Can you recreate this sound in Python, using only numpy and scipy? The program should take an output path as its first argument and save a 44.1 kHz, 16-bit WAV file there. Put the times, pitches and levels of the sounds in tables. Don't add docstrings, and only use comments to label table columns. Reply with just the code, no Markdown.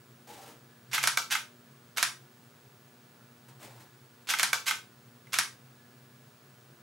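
import sys
import numpy as np
from scipy import signal
from scipy.fft import rfft, irfft, next_fast_len
from scipy.io import wavfile
from scipy.ndimage import uniform_filter1d

SR = 44100
rng = np.random.default_rng(int(sys.argv[2]) if len(sys.argv) > 2 else 0)


def put_to_file(sound):
    columns = np.atleast_2d(sound).T
    safe = np.clip(columns, -1, 1)
    whole_steps = np.round(safe * 32767)
    wavfile.write(sys.argv[1], SR, whole_steps.astype(np.int16))


N = 300762


def amp(db):
    return 10 ** (np.asarray(db) / 20)


def unit(x):
    return x / np.sqrt(np.mean(x ** 2))


def pan(db):
    return amp(np.array([[db], [-db]]) / 2)


def tint(x, points):
    hz, db = np.transpose(points)
    size = next_fast_len(len(x) + SR // 10)
    bin_hz = np.maximum(np.fft.rfftfreq(size, 1 / SR), 1)
    gain = amp(np.interp(np.log(bin_hz), np.log(hz), db))
    return irfft(rfft(x, size) * gain, size)[:len(x)]


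def even(burst, bins=32):
    spectrum = rfft(burst, 2 * len(burst))
    smooth_power = uniform_filter1d(np.abs(spectrum) ** 2, bins)
    return irfft(spectrum / np.sqrt(smooth_power))[:len(burst)]


def fade(t, t60):
    return np.exp(-np.log(1000) * t / t60)


def walk(rate_hz):
    hold = int(SR / rate_hz)
    steps = np.repeat(rng.standard_normal(N // hold + 1), hold)
    return unit(uniform_filter1d(steps, hold)[:N])


def add(track, s, sound):
    i = int(s * SR)
    track[i:i + len(sound)] += sound[:N - i]


def timed(cues, offset_s, offset_db):
    return [(s + offset_s, db + offset_db) for s, db in cues]


def spread(mid, side):
    # frequency in Hz, side minus mid in dB.
    width = [(130, -85), (300, -25), (600, -11.5), (1500, -6), (5000, -5), (7000, -9.5), (9000, -19),
             (10500, -6), (14000, 0)]
    side = tint(side, width)
    return np.array([mid + side, mid - side])


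def near(x, pan_db=-3.5):
    # frequency in Hz, side level in dB.
    treble_side = [(8000, -36), (11000, -22), (13000, -10), (15500, -4)]
    # delay in seconds, level in dB, left minus right in dB.
    echoes = [(.0011, -46, -10), (.0038, -19.5, 9), (.0085, -21.5, 1), (0.0108, -14.5, 7)]
    out = pan(pan_db) * x + np.array([[1], [-1]]) * tint(x, treble_side)
    for delay, db, side_db in echoes:
        out += amp(db) * pan(side_db) * np.pad(x, (int(delay * SR), 0))[:N]
    return out


def reverb(x, pan_db=0.3, t60=0.24, build_s=0.0061):
    # frequency in Hz, level in dB.
    room_modes = [(932, -47.5), (1360, -47), (2614, -55)]
    # frequency in Hz, gain in dB.
    room_colour = [(200, 9), (1000, 1.5), (3000, 0.5), (7000, 0), (10500, -2.5), (12500, -6), (15500, -3)]
    t = np.arange(SR // 2) / SR
    envelope = fade(t, t60) * (1 - np.exp(-(t / build_s) ** 2))
    mid, side = (even(noise * envelope) for noise in rng.standard_normal((2, len(t))))
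    mid += envelope * sum(amp(db) * np.sin(2 * np.pi * hz * t) for hz, db in room_modes)
    response = pan(pan_db) * np.array([tint(ear, room_colour) for ear in spread(mid, side)])
    return signal.oaconvolve(x[None], response, axes=1)[:, :N]


def whine():
    # frequency in Hz, level in dB.
    tones = [(12737, -84), (15691, -67)]
    t = np.arange(N) / SR
    phase = np.array([[0], [np.pi / 2]])
    return np.sqrt(2) * sum(amp(db) * np.sin(2 * np.pi * hz * t + phase) for hz, db in tones)


def fan(hum_hz=120.6, wander=0.00396, throb_db=2, gust_db=3.2, air_db=-59):
    # harmonic number, level in dB.
    harmonics = [(1, -70), (2, -68.5), (3, -74.5), (4, -80.5), (5, -79.5), (6, -80.5), (12, -81),
                 (14, -80.5)]
    # centre in Hz, width in Hz, level in dB.
    housing = [(131, 16, -66), (1700, 50, -82)]
    # frequency in Hz, gain in dB.
    air_colour = [(30, -35), (50, -27.5), (80, -26), (105, -8), (135, -1.5), (158, -14.5), (200, -10),
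                  (290, -17), (420, -14.5), (600, -22), (1450, -20.5), (2000, -25.5), (11500, -33.5),
                  (15000, -38.5)]
    t = np.arange(N) / SR
    phase = 2 * np.pi * hum_hz * np.cumsum(1 + wander * walk(6)) / SR
    hum = sum(amp(db + throb_db * walk(3.796)) * np.sin(k * phase) for k, db in harmonics)
    drone = sum(amp(db) * walk(width) * np.sin(2 * np.pi * hz * t + walk(width))
                for hz, width, db in housing)
    noise = spread(*rng.standard_normal((2, N)))
    air = unit(np.array([tint(ear, air_colour) for ear in noise]))
    gusts = amp(gust_db * walk(2.25))
    return np.sqrt(2) * (hum + drone * gusts) + amp(air_db) * air


def bumps(attack_s=0.014, t60=0.091):
    # start in seconds, level in dB.
    knocks = [(3.14, -50), (3.19, -47), (6.682, -55)]
    # frequency in Hz, gain in dB.
    bump_colour = [(60, -24), (190, 9), (350, -1), (700, -8), (1500, -2), (3000, -46), (12000, -40)]
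    t = np.arange(SR // 4) / SR
    envelope = fade(t, t60) * (1 - np.exp(-t / attack_s))
    out = np.zeros(N)
    for s, db in knocks:
        dull_noise = unit(tint(rng.standard_normal(len(t)), bump_colour))
        add(out, s, amp(db) * dull_noise * envelope)
    return out


def rubbing(t, scrape_width=0.53, attack_s=0.0079, glide_t60=0.23, tap_t60=0.11):
    # start, time to the scrape's peak and length in seconds, scrape and glide levels in dB.
    pushes = [(0.269, 0.03, 0.23, -52.5, -51.5), (3.589, 0.049, 0.24, -47, -59)]
    # start in seconds, level in dB.
    taps = [(3.485, -51)]
    out = np.zeros(N)
    for start, swell, length, scrape_db, glide_db in pushes:
        age = t - start
        scrape = amp(scrape_db) * np.exp(-((age - swell) / (scrape_width * swell)) ** 2)
        glide = amp(glide_db) * fade(np.maximum(age - length, 0), glide_t60)
        out += np.hypot(scrape, glide) * np.clip(age / attack_s, 0, 1)
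    for s, db in taps:
        out += amp(db) * (t >= s) * fade(np.abs(t - s), tap_t60)
    return out


def cardboard(grain_db=5, flutter_db=2.0, chirp_wobble=0.035):
    # frequency in Hz, gain in dB.
    card_colour = [(100, -17), (250, -2), (500, -1), (850, 1), (1300, -5), (2200, -6.5), (4500, -9.5),
                   (8000, -11), (15000, -15)]
    # centre time and length in seconds, pitch in Hz, level in dB.
    chirps = [(0.305, 0.027, 843, -43.5), (.395, 0.028, 780, -47.5)]
    t = np.arange(N) / SR
    slips = rng.standard_normal(N) * amp(grain_db * rng.standard_normal(N))
    out = unit(tint(slips, card_colour)) * rubbing(t) * amp(flutter_db * walk(120))
    wobbly_time = np.cumsum(1 + chirp_wobble * walk(300)) / SR
    for s, length, hz, db in chirps:
        envelope = np.exp(-(2 * (t - s) / length) ** 2)
        out += amp(db) * envelope * np.sin(2 * np.pi * hz * wobbly_time)
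    return out


def thuds(blows):
    # frequency in Hz, level in dB, t60 in seconds.
    body_modes = [(188.6, -48, 0.15), (298, -61.5, 0.11), (446, -62.5, 0.041)]
    t = np.arange(SR // 4) / SR
    ring = sum(amp(db) * np.sin(2 * np.pi * hz * t) * fade(t, t60) for hz, db, t60 in body_modes)
    out = np.zeros(N)
    for s, db in blows:
        add(out, s, amp(db) * ring)
    return out


def motor(blows, stroke, gear_db, idle_db=-16, bite_db=-6, stop_db=-14,
          tooth_hz=720, tooth_db=3, grit_db=3, fizz_db=-8):
    # frequency in Hz, gain in dB.
    gear_colour = [(100, -46), (450, -25), (800, -6), (1100, -2), (1550, 5.5), (1850, 2), (2200, 3),
                   (3000, 1.5), (6500, -1), (9000, -8.5), (15500, -57)]
    fizz_colour = [(100, -60), (6000, -36), (10000, 2.5), (13000, 2), (15500, -9)]
    lead, spin, tension, ease = stroke
    bite, full, stop = np.cumsum([spin, tension, ease])
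    t = np.arange(int(stop * SR)) / SR
    load_db = np.where(t < bite, idle_db, np.interp(t, [bite, full, stop], [bite_db, 0, stop_db]))
    out = np.zeros(N)
    for s, db in blows:
        teeth = amp(tooth_db * np.cos(2 * np.pi * tooth_hz * t) + grit_db * rng.standard_normal(len(t)))
        scrape = teeth * rng.standard_normal(len(t))
        rasp = unit(tint(scrape, gear_colour))
        fizz = unit(tint(scrape, fizz_colour)) * amp(fizz_db + load_db / 2)
        add(out, s - lead, (rasp + fizz) * amp(gear_db + db + load_db))
    return out


def bites(blows, stroke, pawl_db):
    lead, spin = stroke[:2]
    return timed(blows, spin - lead, pawl_db)


def strikes(blows, modes, colour, ring_db, crack_db, crack_t60, contact_s, wet_db,
            ring_room_db=-10, radiate_hz=320, vary=0.94, plastic_t60=0.04):
    t = np.arange(SR // 10) / SR
    ring = sum(amp(db) * np.sin(2 * np.pi * hz * t) * fade(t, min(t60, plastic_t60))
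               for hz, db, t60 in modes)
    ring *= 1 - np.exp(-(t / contact_s) ** 2)
    pattern = rng.standard_normal(len(t))
    rings, cracks = np.zeros((2, N))
    for s, db in blows:
        bounces = (pattern + vary * rng.standard_normal(len(t))) * fade(t, crack_t60)
        crack = tint(even(bounces) * fade(t, 4 * plastic_t60), colour)
        add(cracks, s, amp(db + crack_db) * crack)
        add(rings, s, amp(db + ring_db) * ring)
    low_cut = signal.butter(2, radiate_hz, "highpass", fs=SR, output="sos")
    rings, cracks = signal.sosfilt(low_cut, [rings, cracks])
    return near(rings + cracks) + amp(wet_db) * reverb(amp(ring_room_db) * rings + cracks)


def camera(motor_wet_db=-2.5):
    # time of the snap or press in seconds, level in dB.
    cycles = [(1.0730, -0.32), (4.4306, -0.2)]
    doubles = [(2.0277, -0.44), (5.3868, -0.63)]
    presses = [(5.270, 4.5)]
    # frequency in Hz, level in dB, t60 in seconds before the plastic's cap.
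    blade_modes = [(717, -11, 0.016), (944, -35.5, 0.0067), (1348, -18, 0.11), (1552, -7, 0.019),
                   (2224, -10.5, 0.022), (2386, -23.5, 0.052), (3280, -49, 0.026), (4220, -23, 0.041),
                   (5576, 16.5, 0.0042)]
    mirror_modes = [(738, -26, 0.075), (970, -24, 0.019), (1248, -6.5, 0.0092), (1530, -8.5, 0.02),
                    (2016, -21, 0.06), (2270, -5, 0.019), (3505, -19.5, 0.041), (4900, -44, 0.047)]
    lever_modes = [(877, -33, 0.041), (1277, -16, 0.019), (1520, -23, 0.075), (2078, -12.5, 0.016),
                   (2430, -67, 0.03), (3260, -19.5, 0.016)]
    button_modes = [(2080, -20, 0.028), (2280, -24, .03)]
    # frequency in Hz, gain in dB.
    blade_crack = [(100, -54), (450, -39), (900, -1), (1500, 7.5), (1850, 6), (2400, 1.5), (5500, 2.5),
                   (8000, -1), (10500, 1), (12500, -7), (15500, -20)]
    mirror_crack = [(100, -32), (450, -2), (800, 2.5), (1400, 18.5), (1900, 5.5), (3000, 11), (6500, 12.5),
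                    (9500, 5), (12500, 7.5), (15500, -7)]
    lever_crack = [(100, -19), (450, -48), (1000, -1.5), (2500, 6), (4500, -1.5), (6500, -0.5),
                   (9000, -4.5), (13000, -2.5), (15500, -25)]
    # lead before the blow, free spin, tensioning and easing, all in seconds.
    cock_stroke = (0.065, 0.0175, 0.018, 0.023)
    lift_stroke = (0.017, 0.0075, 0.002, 0.0085)
    recock_stroke = (0.049, 0.006, 0.019, 0.023)

    cocks, recocks = timed(cycles, -0.0941, 0), timed(cycles, 0.2778, 0)
    cycle_lifts, double_lifts = timed(cycles, -0.0346, 0), timed(doubles, -0.0465, 0)
    lifts = cycle_lifts + double_lifts
    knocks = timed(cocks, 0, 4) + timed(recocks, 0, 4.5)
    slaps = timed(cycle_lifts, 0, -5) + timed(double_lifts, 0, -9)
    latches = timed(doubles, -0.005, -1.5)
    snaps = timed(cycles + doubles, 0, 3)
    drops = timed(cycles, 0.0998, -1.73)
    ticks = (bites(cocks, cock_stroke, pawl_db=6.3) + bites(lifts, lift_stroke, pawl_db=5)
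             + bites(recocks, recock_stroke, pawl_db=-7))

    gears = (motor(cocks, cock_stroke, gear_db=-24.5) + motor(lifts, lift_stroke, gear_db=-24.5)
             + motor(recocks, recock_stroke, gear_db=-23))
    blades = strikes(snaps, blade_modes, blade_crack, ring_db=-1.5, crack_db=8,
                     crack_t60=0.035, contact_s=0.0044, wet_db=-2.5)
    mirror_up = strikes(slaps, mirror_modes, mirror_crack, ring_db=-1.5, crack_db=0,
                        crack_t60=0.016, contact_s=0.0008, wet_db=-0.5)
    mirror_down = strikes(drops, mirror_modes, mirror_crack, ring_db=1, crack_db=-1,
                          crack_t60=0.03, contact_s=0.0013, wet_db=-0.5)
    lever = strikes(knocks, lever_modes, lever_crack, ring_db=3.5, crack_db=-3.5,
                    crack_t60=0.039, contact_s=0.0029, wet_db=0.5)
    pawls = strikes(ticks + latches, lever_modes, lever_crack, ring_db=-24, crack_db=-10.5,
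                    crack_t60=0.026, contact_s=0.0001, wet_db=11.5)
    button = strikes(presses, button_modes, lever_crack, ring_db=-26, crack_db=-35,
                     crack_t60=0.018, contact_s=0.00092, wet_db=-2)
    clicks = blades + mirror_up + mirror_down + lever + pawls + button
    return clicks + thuds(snaps + drops) + near(gears) + amp(motor_wet_db) * reverb(gears)


def scene(foreground_db=-3.5, wet_db=-2):
    handling = cardboard() + bumps()
    foreground = camera() + near(handling, pan_db=0) + amp(wet_db) * reverb(handling)
    bed = (fan() + whine()) * pan(0.17)
    return amp(foreground_db) * foreground + bed


def record(dry, low_hz=60, top_hz=16000):
    low_cut = signal.butter(2, low_hz, "highpass", fs=SR, output="sos")
    high_cut = signal.ellip(10, 0.1, 70, top_hz, fs=SR, output="sos")
    return signal.sosfilt(high_cut, signal.sosfilt(low_cut, dry))


dry = scene()
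out = record(dry)
put_to_file(out)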